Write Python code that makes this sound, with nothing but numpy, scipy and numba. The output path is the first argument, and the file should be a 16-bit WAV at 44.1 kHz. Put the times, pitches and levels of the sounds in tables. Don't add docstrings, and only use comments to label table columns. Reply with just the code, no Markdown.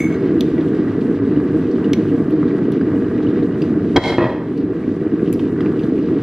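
import sys
import numpy as np
from scipy import signal
from scipy.fft import rfft, irfft, next_fast_len
from scipy.io import wavfile
from scipy.ndimage import uniform_filter1d, minimum_filter1d
from numba import njit

SR = 44100
rng = np.random.default_rng(int(sys.argv[2]) if len(sys.argv) > 2 else 0)


def waveform_to_disk(signal):
    frames = np.transpose(np.atleast_2d(signal))
    scaled = np.clip(frames, -1, 1) * 32767
    samples = np.round(scaled).astype(np.int16)
    wavfile.write(sys.argv[1], SR, samples)


N = 274369
TIME_S = np.arange(N) / SR


def undb(db):
    return 10 ** (np.asarray(db) / 20)


def at_rms(x, db):
    return x * undb(db) / np.sqrt(np.mean(x ** 2))


def butter(x, order, hz, kind="low"):
    return signal.sosfilt(signal.butter(order, hz, kind, fs=SR, output="sos"), x)


def band(x, hz, width_hz):
    return signal.lfilter(*signal.iirpeak(min(hz, .45 * SR), hz / width_hz, fs=SR), x)


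def steep_band(x, hz, width_hz):
    return band(band(x, hz, width_hz), hz, width_hz)


def ring(x, modes):
    out = 0
    for hz, db, t60_s in modes:
        r, w = np.exp(-np.log(1000) / (t60_s * SR)), 2 * np.pi * hz / SR
        out = out + undb(db) * signal.lfilter([0, r * np.sin(w)], [1, -2 * r * np.cos(w), r * r], x)
    return out


def blows(hits, contact_ms):
    force, n = np.zeros(N), max(int(contact_ms * SR / 1000), 2)
    for (s, db), rough in zip(hits, rng.standard_normal((len(hits), 256))):
        i = int(s * SR)
        force[i:i + n] += undb(db) * np.hanning(n + 2)[1:-1] * (1 + 0.16 * rough[:n]) * 2 / n
    return force


def wander(per_s):
    hold = int(SR / per_s)
    steps = np.repeat(rng.standard_normal(N // hold + 1), hold)
    return 1.08 * uniform_filter1d(uniform_filter1d(steps, hold), hold)[:N]


def clicks(per_s, scatter_db):
    chance, sign, size = rng.random((N, 3)).T
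    height = undb(scatter_db * np.minimum(-np.log(1 - size), 6))
    return at_rms((chance < per_s / SR) * np.sign(sign - .5) * height, 0)


def swell(peak_s, db, rise_db_per_s, fall_db_per_s):
    t = TIME_S - peak_s
    return undb(db + np.where(t < 0, rise_db_per_s * t, -fall_db_per_s * t))


def minimum_phase(db):
    cepstrum = irfft(db * np.log(10) / 20)
    half = len(cepstrum) // 2
    cepstrum[1:half] *= 2
    cepstrum[half + 1:] = 0
    return irfft(np.exp(rfft(cepstrum)))


# f/Hz, level/dB
COLLAPSE_SPECTRUM = [(15, -72.5), (25, -39), (99, -14.5), (221, -5.5), (305, -0.5), (349, -7), (469, -13),
                     (536, -25), (647, -25.5), (781, -32.5), (1200, -36.5), (1950, -40), (2420, -43.5),
                     (13200, -76.5), (15500, -85.5)]
# f/Hz, width/Hz, gain/dB
KETTLE_RESONANCES = [(102.6, 30, 5.5), (162, 29, 4.5), (260, 33, 2), (313, 44, 2.5), (384, 35, 5.5),
                     (464.7, 23.7, 7), (643, 33, 4), (1178, 220, 6), (1616, 320, 7.5), (1934, 71, 7),
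                     (3900, 290, 3), (6100, 110, -2), (12000, 4600, 11)]


def kettle_body():
    hz = np.maximum(np.fft.rfftfreq(16384, 1 / SR), 1)
    knot_hz, knot_db = np.array(COLLAPSE_SPECTRUM).T
    db = np.interp(np.log(hz), np.log(knot_hz), knot_db)
    db += sum(gain / (1 + (2 * (hz - f) / width) ** 2) for f, width, gain in KETTLE_RESONANCES)
    return minimum_phase(np.maximum(db, -120))


# rate/(1/s), size scatter/dB, seethe/dB, seethe rate/(1/s)
SWARMS = [(2046, 1.5, 0.8, 16), (557.3, 2, -0.5, 22), (4000, 3, 1.18, 24), (4980, 1, 2.1, 32),
          (7200, 1.5, 2.2, 39)]
SWARM_EDGES_HZ = [15, 170, 700, 2300, 6500, 16500]
# t/s, level/dB
BUBBLE_THUDS = [(4.513, -5), (4.66, -7), (4.875, -4.5), (4.912, -2.5), (5.063, -3), (5.128, -3),
                (5.227, 2.5), (5.274, -3), (5.308, -2), (5.426, -8), (5.705, -4), (5.882, -4.5)]


def kettle_roar(start_db=-14.5, sag_db_per_s=0.32, mid_sag_db_per_s=0.28, large_grow_db_per_s=1.79):
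    body, drive = kettle_body(), 0
    for k, (per_s, scatter_db, seethe_db, seethe_per_s) in enumerate(SWARMS):
        swarm = clicks(per_s, scatter_db)
        gain_db = seethe_db * (wander(seethe_per_s) + wander(seethe_per_s / 2))
        if k == 2:
            gain_db -= mid_sag_db_per_s * (TIME_S - N / 2 / SR)
        drive += butter(swarm * undb(gain_db), 3, SWARM_EDGES_HZ[k:k + 2], "band")
    large_band_hz = SWARM_EDGES_HZ[1:3]
    large = clicks(per_s=60, scatter_db=1.8) * undb(-18.5 + large_grow_db_per_s * TIME_S)
    drive += butter(large, 3, large_band_hz, "band")
    roar = at_rms(signal.fftconvolve(drive, body)[:N], start_db) * undb(-sag_db_per_s * TIME_S)
    thud = butter(body, 3, large_band_hz, "band")
    thuds = signal.fftconvolve(blows(BUBBLE_THUDS, contact_ms=1.93), thud / np.abs(thud).max())[:N]
    return roar + thuds


def kettle_crackle():
    bands = [(1190, 130, -57), (2820, 200, -61), (4800, 390, -70), (9000, 4600, -78.5)]
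    return sum(at_rms(band(clicks(50, 1.5), hz, width_hz), db) for hz, width_hz, db in bands)


# f/Hz, width/Hz, level/dB
HISS_BANDS = [(35, 40, -77.5), (300, 300, -53.5), (1200, 1200, -72.5), (4000, 2000, -64),
              (5700, 1500, -73.5), (10500, 7000, -79.5)]


def diffuse_hiss(flicker_db=1.2):
    return sum(at_rms(steep_band(rng.standard_normal(N), hz, width_hz), db)
               * undb(flicker_db * wander(per_s=22)) for hz, width_hz, db in HISS_BANDS)


# f/Hz, level/dB, t60/s
GLASS_MODES = [(2140, -7, 0.13), (2200, -4, 0.25), (2250, -8.5, 0.14), (3500, -22.5, 0.092),
               (6330, -18, 0.14), (6380, -21.5, 0.09), (7420, -23, 0.092), (8200, -23.5, 0.05),
               (9450, -20.5, .04), (12380, -22, .05), (13050, -22.5, 0.055), (14590, -18, .05)]
# t/s, level/dB
GLASS_HITS = [(0.004, 3), (.044, -2), (.125, -5.5)]


def thin_glass(gain_db=-29.5):
    shake = np.exp(-TIME_S / 0.036) * rng.standard_normal(N)
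    force = blows(GLASS_HITS, contact_ms=.05) + 0.056 * shake
    shimmer = undb(-8) * band(shake, 10500, 7000)
    return undb(gain_db) * (ring(force, GLASS_MODES) + shimmer)


# t/s, level/dB, f/Hz, relative overtone/dB, relative snap/dB
TAPS = [(0.408, -12, 3500, -7.5, -4.5), (0.4108, -29, 2280, -9, -16.5), (0.417, -40, 3600, -10, -5.5),
        (0.581, -26.5, 1970, -8, -14.5), (0.847, -29, 1170, -7.5, -21.5), (1.3988, -25, 1000, -7, -24.5),
        (1.712, -40.5, 4600, -10, -13.5), (1.843, -38.5, 3700, -12.5, -15), (1.933, -10.5, 3400, 1, -6.5),
        (1.9352, -16, 2280, -5.5, -22), (2.3075, -38.5, 3040, -13.5, 7), (2.429, -17.5, 1190, -3, -32),
        (2.7197, -36, 3400, -6.5, 7), (2.8116, -21.5, 1590, -13.5, -29), (3.619, -23.5, 2800, 4, -10),
        (4.435, -23, 1000, -5, -23.5), (4.518, -28, 1207, -10, -25), (4.576, -38.5, 4500, -15, 3.5),
        (5.1943, -25, 1420, -7.5, -26), (5.258, -37.5, 2900, -16, -25), (5.2766, -28.5, 2620, -10, -32),
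        (5.328, -29.5, 2640, -12, 18.5), (5.336, -39, 5000, -15, 21.5), (5.394, -25, 2860, -19.5, -24),
        (5.396, -24.5, 1000, -5.5, -26), (5.605, -20.5, 1150, 2, -21), (5.607, -28.5, 2800, -6, -13),
        (5.66, -25.5, 2330, -17, -29.5), (5.716, -44, 3400, -17, -24), (5.793, -32, 2700, -15.5, -10),
        (5.833, -35.5, 3500, -12, -14), (5.979, -32, 2400, -13, -25), (6.086, -27, 1220, -10, -15)]


def ticks(faint_count=36, ring_cycles=43, smear_s_per_db=0.0028, snap_t60_s=0.0089):
    faint = [(when * N / SR, -41.5 + 2 * (2 * size - 1), 2800 * 2 ** (pitch - .5), -16.5, -21)
             for when, size, pitch in rng.random((faint_count, 3))]
    n = 4096
    out, t = np.zeros(N + n), np.arange(n) / SR
    for s, db, hz, overtone_db, snap_db in TAPS + faint:
        noise = rng.standard_normal(n)
        softer_db = max(-11 - db, 0)
        t60_s = ring_cycles / hz + smear_s_per_db * softer_db
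        contact = 3.2 * np.sqrt(2) * np.sin(2 * np.pi * hz * t) * (hz * t < 1)
        push = (noise + contact) * undb(-60 * t / t60_s) * np.minimum(t / 0.00058, 1)
        tone = band(band(push, hz, 0.5 * hz), hz, 0.31 * hz)
        tone += undb(overtone_db) * steep_band(push, 1.67 * hz, 0.24 * hz)
        snap = band(band(noise, 12000, 5100), 13500, 7000) * undb(snap_db - 60 * t / snap_t60_s)
        glassy = np.sin(2 * np.pi * 5760 * t) * undb(-31 - 2 * softer_db - 60 * t / .1)
        i = int(s * SR)
        out[i:i + n] += undb(db) * (tone / np.abs(tone).max() + snap + glassy)
    return out[:N]


# t/s, level/dB, f/Hz
WALL_PINGS = [(.679, -44, 2900), (1.362, -36.5, 2940), (1.843, -29.5, 2900), (2.088, -42, 2900),
              (2.506, -32.5, 2270), (2.811, -45, 4800), (2.956, -40, 2930), (3.045, -39.5, 2960),
              (3.268, -32.5, 2930), (3.428, -42.5, 3780), (3.541, -40.5, 2980), (4.837, -33, 2270),
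              (5.065, -40, 2400)]


def kettle_pings(t60_s=.035, attack_s=.0012):
    n = 4096
    out, t = np.zeros(N + n), np.arange(n) / SR
    for s, db, hz in WALL_PINGS:
        envelope = undb(db - 60 * t / t60_s) * np.minimum(t / attack_s, 1)
        i = int(s * SR)
        out[i:i + n] += envelope * np.sin(2 * np.pi * hz * t)
    return out[:N]


# f/Hz, level/dB, t60/s
JAR_MODES = [(783, 4, 0.04), (1034, -7.5, 0.031), (1550, -7.5, 0.057), (2138, -2.5, 0.082),
             (2165, -4.5, 0.045), (3247, -5, 0.11), (3204, -6, 0.052), (3960, -2.5, 0.029),
             (4060, -13, .03), (4340, -15, 0.033), (4570, -22.5, .04), (5000, -22.5, 0.05),
             (5100, -20.5, 0.091), (2660, -18.5, .03), (3600, -17.5, .03), (6800, -42, 0.032)]
# t/s, level on glass/dB, level on shelf/dB
JAR_CONTACTS = [(3.9600, -14, 4), (3.9632, 14.5, 3.5), (3.9672, 12.5, 5), (3.974, -10, 14), (4.039, 5, -8),
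                (4.051, -6, -13), (4.083, -7, -15.5), (4.101, -9.5, -5.5)]
# peak t/s, level/dB, rise/(dB/s), fall/(dB/s)
JAR_RATTLES = [(4.055, -24, 149.5, 302.5), (4.09, -29.5, 298.5, 180), (4.24, -43.5, 150, 84)]


def jar(scrape_s=0.00085):
    force = blows([(s, db) for s, db, _ in JAR_CONTACTS], contact_ms=.08)
    landed = TIME_S > JAR_CONTACTS[0][0]
    force += landed * sum(swell(*row) for row in JAR_RATTLES) * clicks(1500, 1.7)
    energy = signal.lfilter([1], [1, -np.exp(-1 / (scrape_s * SR))], force ** 2)
    noise = rng.standard_normal(N) * np.sqrt(energy)
    scrape = 0.17 * steep_band(noise, 2800, 3900) + 0.017 * band(noise, 8900, 9000)
    return 0.096 * ring(force, JAR_MODES) + scrape


# f/Hz, level/dB, t60/s
WOOD_MODES = [(127, -6.5, 0.13), (260, -8, 0.052), (344, 4.5, 0.042), (482, 5.5, 0.019), (606, 0, 0.044),
              (820, -9.5, 0.044), (978, -3.5, 0.034), (1060, -18, 0.0089), (1550, -21, 0.033),
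              (1926, -8.5, 0.012), (2440, -19, 0.026)]
# f/Hz, level/dB, t60/s
BOOM_MODES = [(115, -8, 0.079), (79, -28, 0.1)]
# t/s, level/dB
DOOR_KNOCKS = [(4.125, -4.5), (4.183, 4.5), (4.197, -4), (4.212, -7.5), (4.226, -5), (4.242, -1.5),
               (4.258, -7.5), (4.3, -11)]


def cupboard():
    judder = swell(peak_s=4.2, db=-29, rise_db_per_s=600, fall_db_per_s=109.5)
    judder *= band(clicks(900, 3.2), 830, 2400)
    landing = blows([(s, db) for s, _, db in JAR_CONTACTS], contact_ms=0.46)
    force = landing + blows(DOOR_KNOCKS, contact_ms=0.26) + judder
    burst = rng.standard_normal(4000) * np.exp(-np.arange(4000) / 500)
    thud = band(signal.fftconvolve(force, burst)[:N], 510, 900)
    wood = butter(0.34 * ring(force, WOOD_MODES) + 0.7 * thud, 2, [130, 2600], "band")
    punch = undb(15.5) * band(landing, 302, 130)
    boom = band(ring(landing, BOOM_MODES), 110, 110)
    return wood + punch + boom


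# peak t/s, level/dB, rise/(dB/s), fall/(dB/s)
HAND_MOVES = [(4.95, -50, 122, 198.5), (5.28, -55, 201, 199), (5.41, -46.5, 201, 149),
              (5.615, -49, 499, 198.5), (5.84, -51.5, 150, 198)]


def rustle():
    return sum(swell(*row) for row in HAND_MOVES) * band(clicks(2500, 2.5), 3200, 3500)


def room(x, low_t60_s=0.56, treble_t60_s=0.38):
    t, noise = np.arange(SR) / SR, rng.standard_normal((3, SR))
    low = butter(noise[0], 1, 2500) * undb(-60 * t / low_t60_s)
    side = .1 * noise[2] + 1.5 * butter(noise[2], 3, 3200, "high")
    bright = .5 * (noise[1] + np.array([side, -side])) * undb(-60 * t / treble_t60_s)
    tail = (low + bright) * np.minimum(t / 0.00053, 1)
    tail = butter(tail, 3, 11000)
    return signal.fftconvolve(x[None], tail / np.sqrt(np.sum(tail[0] ** 2)), axes=1)[:, :N]


# f/Hz, lag/samples
LEFT_PORT_LAG = [(300, 1.1), (1500, .75), (3000, .4), (5000, 1.15), (9000, 1.5), (14000, 1.33)]


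def port_delay(x, pad=512):
    size = next_fast_len(N + 2 * pad)
    hz = np.fft.rfftfreq(size, 1 / SR)
    knot_hz, knot_lag = np.array(LEFT_PORT_LAG).T
    lag_s = np.interp(np.log(hz + 1), np.log(knot_hz), knot_lag) / SR
    spectrum = rfft(np.pad(x, pad, "reflect"), size)
    return irfft(spectrum * np.exp(-2j * np.pi * hz * lag_s), size)[pad:N + pad]


def scene():
    kettle = (kettle_roar() + kettle_crackle() + kettle_pings()) * undb([[-.2], [.2]])
    small = ticks() + rustle()
    far = jar() + cupboard() + thin_glass()
    mix = kettle + small + far + room(undb(-16.5) * small + undb(-7) * far)
    mix[0] = port_delay(mix[0])
    hiss = diffuse_hiss()
    return mix + np.array([hiss, -hiss])


@njit
def duck_gain(peak, threshold, slope, attack_s, release_s):
    gain, envelope = np.empty(len(peak)), threshold
    for i in range(len(peak)):
        envelope += (peak[i] - envelope) / (SR * (attack_s if peak[i] > envelope else release_s))
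        gain[i] = min(threshold / envelope, 1.) ** slope
    return gain


def record(dry):
    late_s, limiter_samples, top_hz = 0.016, 161, 15400
    slow = duck_gain(np.abs(dry).max(0), threshold=0.33, slope=0.66, attack_s=0.034, release_s=.9)
    x = dry * slow
    quick = duck_gain(np.abs(x).max(0), threshold=0.37, slope=1.08, attack_s=0.0041, release_s=0.037)
    x *= np.roll(uniform_filter1d(quick, 300), int(late_s * SR))
    limit = np.minimum(1.05 / (np.abs(x).max(0) + 1e-9), 1)
    x *= uniform_filter1d(minimum_filter1d(limit, limiter_samples), limiter_samples)
    top_cut = signal.ellip(8, .2, 70, top_hz, fs=SR, output="sos")
    return np.clip(signal.sosfilt(top_cut, x), -1, 1)


dry = scene()
out = record(dry)
waveform_to_disk(out)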